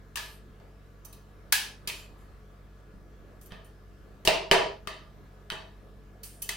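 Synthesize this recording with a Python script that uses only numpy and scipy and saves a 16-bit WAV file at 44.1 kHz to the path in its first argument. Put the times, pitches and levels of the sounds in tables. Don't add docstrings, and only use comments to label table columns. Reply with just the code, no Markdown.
import sys
import numpy as np
from scipy import signal
from scipy.fft import rfft, irfft
from scipy.io import wavfile
from scipy.ndimage import uniform_filter1d

SR = 44100
rng = np.random.default_rng(int(sys.argv[2]) if len(sys.argv) > 2 else 0)


def pcm_store(signal):
    levels = np.round(np.clip(np.atleast_2d(signal), -1, 1) * 32767)
    wavfile.write(sys.argv[1], SR, levels.astype(np.int16).T)


N = 289296


def gain_of(db):
    return 10 ** (np.asarray(db) / 20)


def evened(x):
    return x / np.sqrt(np.mean(x ** 2) + 1e-20)


def peaked(x):
    return x / (abs(x).max() + 1e-12)


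def burst(x):
    return x * np.sqrt(3 * SR // 1000) / (np.linalg.norm(x) + 1e-12)


def read(points, hz):
    f, value = np.transpose(points)
    return np.interp(np.log(hz + 1), np.log(f + 1), value)


def add(mix, start_s, sound):
    part = mix[..., round(start_s * SR):][..., :sound.shape[-1]]
    part += sound[..., :part.shape[-1]]


def band(x, lo_hz, hi_hz):
    return signal.sosfilt(signal.butter(N=3, Wn=(lo_hz, hi_hz), btype="band", fs=SR, output="sos"), x)


def resonate(x, hz, width_hz):
    turn = np.exp(2j * np.pi * np.cumsum(hz * np.ones(len(x))) / SR)
    r = np.exp(-np.pi * width_hz / SR)
    smooth = signal.lfilter([1 - r], [1, -r], x / turn + 1e-18)
    return 2 * (turn * smooth).real


def ring(hz, db, t60, t):
    hz, db, t60 = (np.asarray(v)[:, None] for v in (hz, db, t60))
    modes = gain_of(db - 60 * t / t60) * np.sin(2 * np.pi * hz * t)
    return peaked(modes.sum(0))


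def wander(t, top_hz):
    rates_hz = np.geomspace(.2, top_hz, num=20)
    return evened(sum(np.sin(2 * np.pi * (f * t + rng.random())) / np.sqrt(f) for f in rates_hz))


def levelled(x):
    z = rfft(x)
    return irfft(z / np.sqrt(uniform_filter1d(abs(z) ** 2, size=40) + 1e-20), len(x))


# (frequency [Hz], left over right [dB])
FREEZER_LEAN = [(60, -1), (240, 0.5), (950, 3), (3770, -1.5), (15000, -1)]
# (frequency [Hz], relative level per Hz [dB])
AIR_SPECTRUM = [(18, -29.5), (30, -12), (64, -2.5), (92, -16.5), (203, -13.5), (243, -13.5), (444, -14),
                (506, -17), (730, -18.5), (790, -25), (1270, -21.5), (2250, -31.5), (10000, -45.5),
                (14400, -43.5), (15600, -48)]
AIR_DB = -56
# (frequency [Hz], likeness [-1 to 1])
AIR_LIKENESS = [(60, 0.51), (120, 1), (240, 0.59), (480, 1), (950, 0.19), (1890, 0.35), (3770, 0.53),
                (7520, 0.13), (15000, 0.14)]


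def freezer_air():
    frames, hz = N // 512 + 5, np.fft.rfftfreq(2048, 1 / SR)
    a, b, c, d, patches = rng.standard_normal((frames, 1025, 5)).T
    patches = uniform_filter1d(patches, size=20, axis=0)
    patches = evened(uniform_filter1d(patches, size=8, axis=1))
    same = np.clip(read(AIR_LIKENESS, hz), -1, 1)[:, None]
    left, own = a + 1j * b, c + 1j * d
    z = np.array([left, same * left + np.sqrt(1 - same ** 2) * own])
    lean_db = read(FREEZER_LEAN, hz)[:, None] / 2
    drift_db = 1.6 * patches + .6 * wander(np.arange(frames) * 512 / SR, 3)
    z *= gain_of(read(AIR_SPECTRUM, hz)[:, None] + drift_db + np.array([lean_db, -lean_db]))
    air = signal.istft(z, nperseg=2048, noverlap=1536)[1][:, :N]
    return gain_of(AIR_DB) * evened(air)


# (frequency [Hz], rms level [dB])
COMPRESSOR_TONES = [(48.4, -53.5), (96.9, -60.5), (140.0, -63), (199.2, -65), (436.0, -69.5), (1163, -79.5),
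                    (1696, -76)]


def compressor_hum():
    hum = np.zeros((2, N))
    t, slow_t = np.arange(N) / SR, np.arange(0, N / SR + .02, .01)
    for f, db in COMPRESSOR_TONES:
        level_db, drift = (np.interp(t, slow_t, wander(slow_t, 17)) for _ in range(2))
        phase = 2 * np.pi * f * t + (0.48 + f / 250) * drift + 7 * rng.random()
        tone = np.sqrt(2) * gain_of(db + 0.47 * level_db) * np.sin(phase)
        hum += tone * gain_of(np.array([[.5], [-.5]]) * read(FREEZER_LEAN, f))
    return hum


# (frequency [Hz], decay by 60 dB [s], level [dB], left-right likeness [0 to 1])
ROOM_DECAY = [(100, 0.64, -6.5, 0.46), (304, 0.61, -5, 0.98), (656, 0.65, 4, 0.3), (1614, 0.48, 1.5, 0.48),
              (5040, 0.51, -3.5, 0.63), (8000, 0.35, -4, 0.34), (13920, 0.23, -6.5, 0.4),
              (16000, 0.31, -4.5, 0.5)]
TAIL_DROP_S = .15


def room_tail():
    taps = np.zeros((2, SR // 2))
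    slots = np.arange(200, SR // 2 - 20, 12)
    at = slots + rng.integers(0, 12, (2, len(slots)))
    np.put_along_axis(taps, at, rng.choice([-1., 1.], at.shape), 1)
    hz, t, (a, b) = signal.stft(taps / np.sqrt(SR / 200), SR, nperseg=256)
    room_hz, *columns = np.transpose(ROOM_DECAY)
    t60, db, same = (read(np.transpose([room_hz, c]), hz)[:, None] for c in columns)
    same = np.clip(same, 0, 1)
    z = np.array([a, same * a + np.sqrt(1 - same ** 2) * b])
    z *= gain_of(db - 60 * t / t60 - (t / TAIL_DROP_S) ** 4)
    return signal.istft(z, SR, nperseg=256)[1]


# (frequency [Hz], relative level [dB])
BLADE_MODES = [(904, 2.5), (1180, 2.5), (1750, 4.5), (2600, -0.5), (3050, 1.5), (3800, -5), (4450, -3.5),
               (5200, -15.5), (6060, 1.5), (7250, -1.5), (8200, -0.5), (9210, 0), (10600, 1), (11700, -2.5),
               (12900, -2), (14200, 4.5)]
SLIDE_IN_S, SLIDE_OUT_S = 0.0054, 0.09


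def slide(length, hiss_db, hiss_hz, rasp_db, rasp_hz, fade_db):
    t = np.arange(0, length, 1 / SR)
    stroke = np.clip(np.minimum(t / SLIDE_IN_S, (length - t) / SLIDE_OUT_S), 0, 1)
    stroke = stroke * gain_of(fade_db * t / length)
    grit = rng.standard_normal(len(t)) * gain_of(2.1 * rng.exponential(1, len(t)))
    blade = sum(gain_of(db) * resonate(grit, f, 150) for f, db in BLADE_MODES)
    grit = evened(grit) + 1.6 * evened(blade)
    hiss = evened(band(grit, 7300, 13600)) + 0.81 * evened(resonate(grit, hiss_hz, 500))
    rasp = 1.4 * evened(band(grit, 1100, 3900)) + evened(resonate(grit, rasp_hz, 450))
    return (gain_of(hiss_db) * evened(hiss) + gain_of(rasp_db) * evened(rasp)) * stroke


# (start [s], length [s], hiss level [dB], hiss pitch [Hz], rasp level [dB], rasp pitch [Hz],
#  level change over the slide [dB])
SLIDE_EVENTS = [(0.196, 0.22, -57, 12600, -76, 4300, -6.5), (1.545, 0.21, -41.5, 10340, -70, 2900, -26.5),
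                (1.923, 0.16, -57.5, 7600, -76, 2610, -2), (2.178, 0.12, -74, 7560, -73, 800, -2),
                (3.422, 0.084, -59, 12800, -81, 994, -6), (3.504, 0.11, -80, 8000, -53.5, 3150, -10),
                (3.654, 0.067, -62, 13500, -64, 4400, -14), (6.246, 0.27, -53, 9100, -81, 3670, -23)]
SLIDE_WALLS_DB = 5


def slides():
    out = np.zeros((2, N))
    for start, *stroke in SLIDE_EVENTS:
        grit = slide(*stroke)[None]
        add(out, start, grit)
        add(out, start, gain_of(SLIDE_WALLS_DB) * signal.fftconvolve(grit, room_tail(), axes=1))
    return out


# (frequency [Hz], width [Hz], relative level [dB]); a mode dies by 60 dB in 2.8 / width
COUNTER_MODES = [(45, 25, -6.5), (100, 120, -5), (179, 68, 2)]


def counter_thump(t):
    hz, width, db = np.transpose(COUNTER_MODES)
    return ring(hz, db, 2.8 / np.abs(width), t)


# (frequency [Hz], relative level [dB])
PLATE_MODES = [(402, 8.5), (445, 1), (520, -3), (640, 7), (840, -2.5), (962, 1.5)]


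def plate_ring(clatter, t):
    hz, db = np.transpose(PLATE_MODES)
    spot = rng.standard_normal((2, len(hz)))
    modes = ring(hz * (1 + 0.004 * spot[0]), db + 0.38 * spot[1], np.full(len(hz), .08), t)
    return modes * (1 - np.exp(-t / 0.0013)) + 0.75 * peaked(band(clatter, 320, 1237))


BLADE_WIDTH_HZ = 110


def blade_clatter(knock, rise, shiver_ms, modes_db, t):
    shiver = rng.standard_normal(len(t)) * (1 - np.exp(-t / rise))
    shiver = shiver * np.exp(-t * 1000 / max(shiver_ms, 2))
    modes = 0
    for f, db in BLADE_MODES:
        spot_db = db + 2.5 * rng.standard_normal()
        modes = modes + gain_of(spot_db) * burst(resonate(knock, f, BLADE_WIDTH_HZ))
    clatter = burst(levelled(burst(knock) + 3.3 * burst(shiver))) + gain_of(modes_db) * burst(modes)
    return clatter * np.clip(20 * (t[-1] - t) - 1, 0, 1)


# (lower edge [Hz], upper edge [Hz])
RATTLE_BANDS = [(800, 2300), (2300, 5000), (5000, 9500), (9500, 17000)]
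RATTLE_COLOUR = [1, 2.5, 4.5, 1]


def blade_rattle(clatter, rattle_db, bright_db, hump_db):
    number = np.arange(4)
    band_db = rattle_db + np.array(RATTLE_COLOUR) + bright_db * (number - 3 / 2) + hump_db * (number == 1)
    return sum(gain_of(db) * burst(band(clatter, *edges)) for db, edges in zip(band_db, RATTLE_BANDS))


def edge_knock(rise, t):
    touches = rng.standard_normal(len(t)) * (rng.random(len(t)) < .15)
    touches = touches * t / rise * np.exp(-t / rise)
    tick = np.arange(len(t)) == round(rise * SR)
    return tick * np.linalg.norm(touches) / 2 + touches


def steel_clack(knock, clack_hz, ring_ms):
    width_hz = np.log(1000) / np.pi * 1000 / max(ring_ms, 2)
    return peaked(band(resonate(knock, clack_hz, width_hz), clack_hz / 2, min(2 * clack_hz, 16000)))


RISE_MS, RISE_MS_PER_DB = 1.6, 0.38


def blow(clack_db, clack_hz, ring_ms, rattle_db, bright_db, shiver_ms, modes_db, plate_db, thump_db, hump_db):
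    t = np.arange(SR // 5) / SR
    rise = max(RISE_MS + RISE_MS_PER_DB * bright_db, .2) / 1000
    knock = edge_knock(rise, t)
    clack = gain_of(clack_db) * steel_clack(knock, clack_hz, ring_ms)
    clatter = blade_clatter(knock, rise, shiver_ms, modes_db, t)
    rattle = blade_rattle(clatter, rattle_db, bright_db, hump_db)
    plate = gain_of(plate_db) * plate_ring(clatter, t)
    thump = gain_of(thump_db) * counter_thump(t)
    return rise, clack, rattle + plate + thump


SIDES, SWAP_S = 3, .09


def walls(strike):
    out = 0
    for k in range(SIDES):
        _, clack, body = blow(*strike)
        tail = room_tail()
        t = np.arange(tail.shape[1]) / SR
        turn = np.sqrt(2 / SIDES) * np.cos(np.pi * (t / SWAP_S + k / SIDES))
        side = clack / 2 + body
        out = out + signal.fftconvolve(side[None], tail * turn, axes=1)
    return out


# (time of the knock [s], clack level [dB], clack pitch [Hz], clack ring [ms], rattle level [dB],
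#  rattle brightness [dB per band], shiver decay to 1/e [ms], blade modes over clatter [dB],
#  plate level [dB], counter thump level [dB], extra rattle in the second band [dB], left over right [dB])
BLOW_EVENTS = [(0.158, -29.5, 2840, 18, -36, 0.5, 15, 1, -51, -48, 0, 3.5),
               (0.1722, -30.5, 1660, 30, -39, 0, 18, -5, -39, -44, 6, 1),
               (0.600, -54, 1300, 10, -72.5, -5, 17, 7, -47.5, -46, 2, .5),
               (1.0522, -47.5, 6100, 65, -55.5, 8.5, 6.5, 8, -52, -60, 1.5, -8),
               (1.131, -49.5, 3950, 17, -59.5, 8.5, 3.9, -2, -68, -61, 6, -1),
               (1.5257, -17, 1658, 33, -22.5, 4.5, 4.9, -13, -46.5, -49.5, 5, 1),
               (1.8757, -21, 4510, 4, -34.5, 2.5, 14, -2.5, -37, -43, 5.5, 1),
               (1.9, -22.5, 2500, 7.3, -50, 2.5, 6.2, 9, -49, -62, -15.5, -4),
               (2.940, -75, 996, 6.7, -78, -4, 17, -2.5, -60.5, -38, -2, -1),
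               (3.4156, -56, 9130, 15, -62, 7.5, 7.8, 0, -77, -59, 2, -2),
               (3.461, -52, 12900, 25, -63, 7, 12, 2, -78, -61, 2, 0),
               (3.5208, -40.5, 3130, 14, -58.5, -8, 8.2, -3, -39.5, -37, 3, -6),
               (3.647, -53.5, 9130, 26, -69, 6.5, 10, -2, -62, -53, -13, .5),
               (4.2519, -37.5, 4180, 7, -34, 1, 12, -5.5, -28, -36.5, 3, -0.5),
               (4.2747, -8.5, 2880, 20, -25, -3, 8.7, -12, -11, -23.5, 5, -0.5),
               (4.5132, -7.5, 3035, 15, -23, -6, 19.5, -5.5, -6.5, -19.5, 2, -0.5),
               (4.8733, -28, 1200, 30, -43, -2, 10.5, 2.5, -32.5, -39.5, 7.5, 5.5),
               (5.502, -27, 1437, 9.1, -42.5, -4, 18, 19, -60, -52.5, 9, -2.5),
               (5.52, -30, 3020, 13, -48.5, -3, 15.4, -7, -32.5, -35.5, -18, -4),
               (6.2357, -40, 4480, 11, -47.5, 7.5, 20, -8, -65, -54, 3, -2),
               (6.4237, -33.5, 10750, 12, -41.5, 8, 2.5, 8.5, -59, -49.5, 2, -1),
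               (6.4919, -24, 2030, 19, -32.5, 1, 3.3, 1, -38, -41.5, 2.5, 1.5)]
LAG_S = 12e-6
WALLS_DB = 6


def blows():
    out = np.zeros((2, N))
    for knock_s, *strike, pan_db in BLOW_EVENTS:
        rise, clack, body = blow(*strike)
        left = clack + body
        right = clack + blow(*strike)[2]
        start = knock_s - rise
        late = np.exp(-2j * np.pi * np.fft.rfftfreq(len(left), 1 / SR) * LAG_S)
        direct = np.array([irfft(rfft(left) * late, len(left)), right])
        add(out, start, direct * gain_of([[pan_db / 2], [-pan_db / 2]]))
        add(out, start, gain_of(WALLS_DB) * walls(strike))
    return out


def scene():
    return freezer_air() + compressor_hum() + slides() + blows()


def record(dry):
    low_pass = signal.firwin(511, 16000, window=("kaiser", 9), fs=SR)
    return signal.oaconvolve(dry, low_pass[None], "same")


dry = scene()
out = record(dry)
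pcm_store(out)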